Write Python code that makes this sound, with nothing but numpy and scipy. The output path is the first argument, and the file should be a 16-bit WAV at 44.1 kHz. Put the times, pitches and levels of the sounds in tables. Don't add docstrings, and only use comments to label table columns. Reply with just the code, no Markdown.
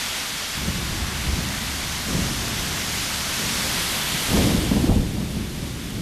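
import sys
import numpy as np
from scipy import signal
from scipy.fft import rfft, irfft, next_fast_len
from scipy.io import wavfile
from scipy.ndimage import uniform_filter1d, minimum_filter1d, map_coordinates

SR = 44100
rng = np.random.default_rng(int(sys.argv[2]) if len(sys.argv) > 2 else 0)


def materialize(psi):
    bounded = np.clip(np.atleast_2d(psi).T, -1, 1)
    quanta = np.round(bounded * 32767).astype(np.int16)
    wavfile.write(sys.argv[1], SR, quanta)


def invert_db(level):
    return 10 ** (np.asarray(level, dtype=float) / 20)


N = 265041

# [t/s, road rain level/dB, tyre roar re road/dB, leaf patter re road/dB]
STREET_LEVELS = [(0.0, -30.5, -4.5, -2), (0.4, -32.5, -2.5, -2), (0.9, -34, -1.5, -2.1),
                 (1.4, -33.5, -1.5, -1.5), (2.1, -33, -2, -1), (2.7, -32, -2, -.3), (3.3, -31, -2.5, -0.6),
                 (3.6, -29.5, -2.5, 0), (3.85, -28.5, -4, -4.5), (4.3, -29, -3.5, -3.8), (4.9, -29, -5, -3),
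                 (5.3, -27.5, -3, -3), (6.0, -28, -4, -3)]
# [arrival t/s, strength/dB, fade/(dB/s) with sign ignored, boom re strength/dB, crackle re strength/dB]
THUNDER_PEALS = [(0.55, -32.5, 16, 1, -11), (0.63, -33.5, 14, 0, -21), (0.87, -38, 10.5, 6, -17),
                 (1.23, -28, 60, 2, -9), (1.35, -28, 40, -15, -15), (1.6, -39.5, 4, 4, -14),
                 (2.06, -27, 33, -6, -7.5), (2.11, -27.5, 33, -1.5, -10), (2.4, -34.5, 8.5, -4, -10.5),
                 (2.93, -41, 20, -4, -13), (3.36, -31, 18, -8, -10), (3.62, -37, 12, -6, -5),
                 (4.06, -36, 10, -6, -11), (4.27, -26, 25, 0, -5), (4.31, -21, 16, -6, -5.5),
                 (4.43, -21, 23, -14, -9), (4.561, -25.5, 14, 3.5, -17), (4.69, -16.5, 15, -8, -8.5),
                 (4.86, -11.5, 36, -3.5, -6.5), (4.94, -14, 58, 2.5, -29), (5.12, -17.5, 15, -3, -9),
                 (5.33, -16.5, 52, -3, -15), (5.5, -21.5, -0.5, -2, -14.5), (5.93, -15.5, 10, -5, -17)]
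# [centre t/s, peak level/dB, f/Hz]
THUNDER_CLAPS = [(0.685, -20, 180), (0.692, -27, 67.5), (0.931, -25, 89), (1.03, -21, 68), (1.13, -23, 72),
                 (1.29, -18.5, 68.4), (1.335, -16.5, 67.4), (1.391, -22.5, 157), (2.148, -21, 60),
                 (2.153, -19, 158), (2.196, -20, 182), (2.221, -20, 79), (2.249, -27, 183),
                 (2.842, -25, 209), (3.65, -26, 65), (4.15, -23, 156), (4.338, -20, 90), (4.349, -13, 213),
                 (4.385, -14, 240), (4.392, -14, 79.6), (4.448, -21, 78), (4.474, -14, 245),
                 (4.518, -18, 278), (4.55, -9, 214), (4.585, -15.5, 55), (4.717, -7, 209), (4.771, -6, 209),
                 (4.844, -2, 267), (4.896, -0.5, 240), (4.91, -8, 42), (4.919, -5, 104), (4.965, -3, 243),
                 (4.975, -8, 89), (5.005, -11.5, 36), (5.183, -9, 158), (5.205, -10, 183), (5.23, -8, 182),
                 (5.373, -9, 182), (5.416, -11.3, 209), (5.637, -10.5, 118), (5.677, -14, 120),
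                 (5.986, -14, 102)]
# [f/Hz, relative level/dB per Hz]
ROAD_SPECTRUM = [(1240, -12.5), (2100, -3.5), (2530, 0), (3490, 1.5), (4700, -5.5), (6110, -13),
                 (10300, -120)]
# [f/Hz, relative level/dB per Hz]
SPATTER_SPECTRUM = [(4300, -15.5), (7300, -3.5), (9500, -2.5), (12300, -3.5), (14200, -7.5)]
# [f/Hz, relative level/dB per Hz]
LEAF_SPECTRUM = [(2590, -22), (4400, -0.5), (6300, -1), (7800, -6), (10100, -14.5), (17200, -120)]
# [f/Hz, relative level/dB per Hz]
TYRE_SPECTRUM = [(240, -28), (400, -6.5), (477, -8.5), (509, -5.5), (921, -2), (1570, -1), (2300, -2),
                 (2990, -44), (5060, -120)]
# [f/Hz, relative level/dB per Hz]
BOOM_SPECTRUM = [(12, -34), (20, -10), (45, -1.5), (60, 1), (72, 5), (86, -5), (110, -11.5), (140, -11),
                 (240, -120)]
# [f/Hz, relative level/dB per Hz]
BODY_SPECTRUM = [(56, -50), (95, -5), (145, 0.5), (209, 1.5), (351, -9), (420, -18), (550, -36),
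                 (920, -120)]
# [f/Hz, relative level/dB per Hz]
CRACKLE_SPECTRUM = [(220, -28), (380, -2.5), (470, -3), (570, -1), (680, -6.5), (900, -9.5), (1300, -19),
                    (1700, -40), (2860, -120)]
# [f/Hz, relative level/dB per Hz]
TOWN_SPECTRUM = [(13, -33), (22, 0), (54, -0.5), (136, -1), (233, 0), (272, -2.5), (450, -19), (580, -34),
                 (990, -120)]

SPATTER_START_DB, SPATTER_GROWTH_DB_PER_S, SPATTER_CEILING_DB = -4.2, 0.6, -2
PEAL_RISE_S, CRACKLE_FADE_RATIO = 0.025, 1.77
CLAP_CYCLES_AT_200_HZ, CLAP_CYCLES_POWER = 4.13, 0.26


def rain():
    road_db, tyre_db, leaf_db = curves(STREET_LEVELS)
    growing_db = SPATTER_START_DB + SPATTER_GROWTH_DB_PER_S * np.arange(N) / SR
    spatter_db = np.minimum(growing_db, SPATTER_CEILING_DB)
    gust = wobble(11) + 0.98 * wobble(22)
    tyres = invert_db(tyre_db) * coloured(patchy_noise(patchy_db=0.5), TYRE_SPECTRUM)
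    road = invert_db(0.17 * gust) * coloured(drops(), ROAD_SPECTRUM)
    leaves = invert_db(leaf_db + 0.34 * gust) * coloured(drops(), LEAF_SPECTRUM)
    spatter = invert_db(spatter_db + 0.22 * gust) * coloured(drops(), SPATTER_SPECTRUM)
    return invert_db(road_db) * (tyres + road + leaves + spatter)


def drops():
    far = patchy_noise(patchy_db=0.76)
    near = impacts(count=30000, spread_db=2.5)
    return far + invert_db(-8.5) * near


def roll():
    shocks = impacts(count=20000, spread_db=1.23)
    boom = evened(coloured(shocks, BOOM_SPECTRUM), share=0.3)
    body = evened(coloured(shocks, BODY_SPECTRUM), share=0.53)
    crackle = coloured(shocks, CRACKLE_SPECTRUM)
    return np.sum(peals() * [boom, body, crackle], axis=0)


def peals():
    arrival_s, strength_db, fade, boom_db, crackle_db = np.transpose(THUNDER_PEALS)[..., None]
    grid_s = np.arange(0, N / SR + .002, .002)
    since_s = np.maximum(grid_s - arrival_s, 0)
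    fallen_db = abs(fade) * since_s
    level_db = [strength_db + boom_db - fallen_db,
                strength_db - fallen_db,
                strength_db + crackle_db - CRACKLE_FADE_RATIO * fallen_db]
    rise = 1 - np.exp(-since_s / PEAL_RISE_S)
    gains = np.linalg.norm(invert_db(level_db) * rise, axis=1)
    return np.array([np.interp(np.arange(N) / SR, grid_s, gain) for gain in gains])


def claps():
    out = np.zeros(N + SR)
    crackle = coloured(impacts(count=12000, spread_db=2.0), CRACKLE_SPECTRUM)
    crackle = np.pad(crackle, (0, SR))
    phases = rng.random(len(THUNDER_CLAPS))
    for (centre_s, peak_db, hz), phase in zip(THUNDER_CLAPS, phases):
        cycles = CLAP_CYCLES_AT_200_HZ * (hz / 200) ** CLAP_CYCLES_POWER
        t = np.arange(int(cycles * SR / hz)) / SR
        swell = np.sin(np.pi * t * hz / cycles) ** 2
        start = round(centre_s * SR) - len(t) // 2
        span = slice(start, start + len(t))
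        tone = np.sin(2 * np.pi * (hz * t + phase))
        out[span] += invert_db(peak_db) * swell * (tone + invert_db(-20.5) * crackle[span])
    return out[:N]


def town():
    return invert_db(-41) * coloured(rng.standard_normal(N), TOWN_SPECTRUM)


def unit(x):
    return x / np.sqrt(np.mean(x ** 2) + 1e-20)


def curves(rows):
    t_s, *columns = np.transpose(rows)
    return [np.interp(np.arange(N) / SR, t_s, column) for column in columns]


def wobble(knots_per_s):
    knots = rng.standard_normal(int(N * knots_per_s / SR) + 4)
    return map_coordinates(knots, [np.arange(N) * knots_per_s / SR])


def coloured(x, spectrum):
    size = next_fast_len(N + 8192)
    hz, db = np.transpose(spectrum)
    bins_hz = np.fft.rfftfreq(size, 1 / SR)
    gain = invert_db(np.interp(np.log(bins_hz + 1), np.log(hz + 1), db))
    return unit(irfft(rfft(x, size) * gain, size)[:N])


def impacts(count, spread_db):
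    when, sign, size = rng.random((count, 3)).T
    strength = np.sign(sign - .5) * invert_db(-spread_db * np.log(1 - size))
    return unit(np.bincount((when * N).astype(int), strength, N))


def patchy_noise(patchy_db):
    z = signal.stft(rng.standard_normal(N), nperseg=512)[2]
    field = uniform_filter1d(rng.standard_normal(z.shape), size=8, axis=0)
    field = uniform_filter1d(field, size=10, axis=1)
    return signal.istft(z * invert_db(patchy_db * unit(field)), nperseg=512)[1][:N]


def evened(x, share):
    envelope = np.abs(signal.hilbert(x, next_fast_len(N))[:N])
    swell = uniform_filter1d(envelope, 900)
    return unit(x / swell ** np.clip(share, 0, 1))


def scene():
    return np.tile(rain() + roll() + claps() + town(), (2, 1))


def recent_mean(x, window_s):
    size = int(window_s * SR)
    return signal.fftconvolve(x, np.ones(size) / size)[:N]


def gain_control(x, listen_s, hold_s, threshold_db, slope):
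    power = np.abs(recent_mean(x[0] ** 2, listen_s))
    level_db = 10 * np.log10(power + 1e-9)
    wanted_db = -slope * np.maximum(level_db - threshold_db, 0)
    span = int(hold_s * SR) // 2 * 2 + 1
    held_db = minimum_filter1d(wanted_db, span, origin=span // 2, mode="nearest")
    return x * invert_db(recent_mean(held_db, 0.082))


def low_pass(x):
    return signal.sosfilt(signal.butter(12, 13980, fs=SR, output="sos"), x)


def record(dry):
    x = gain_control(dry, listen_s=0.4, hold_s=1.3, threshold_db=-22.0, slope=1.03)
    x = x / (1 + np.abs(x / 0.32) ** 9) ** (1 / 9)
    in_band = np.fft.rfftfreq(N, 1 / SR) < 13980
    x = irfft(rfft(x) * in_band, N)
    return low_pass(x)


dry = scene()
out = record(dry)
materialize(out)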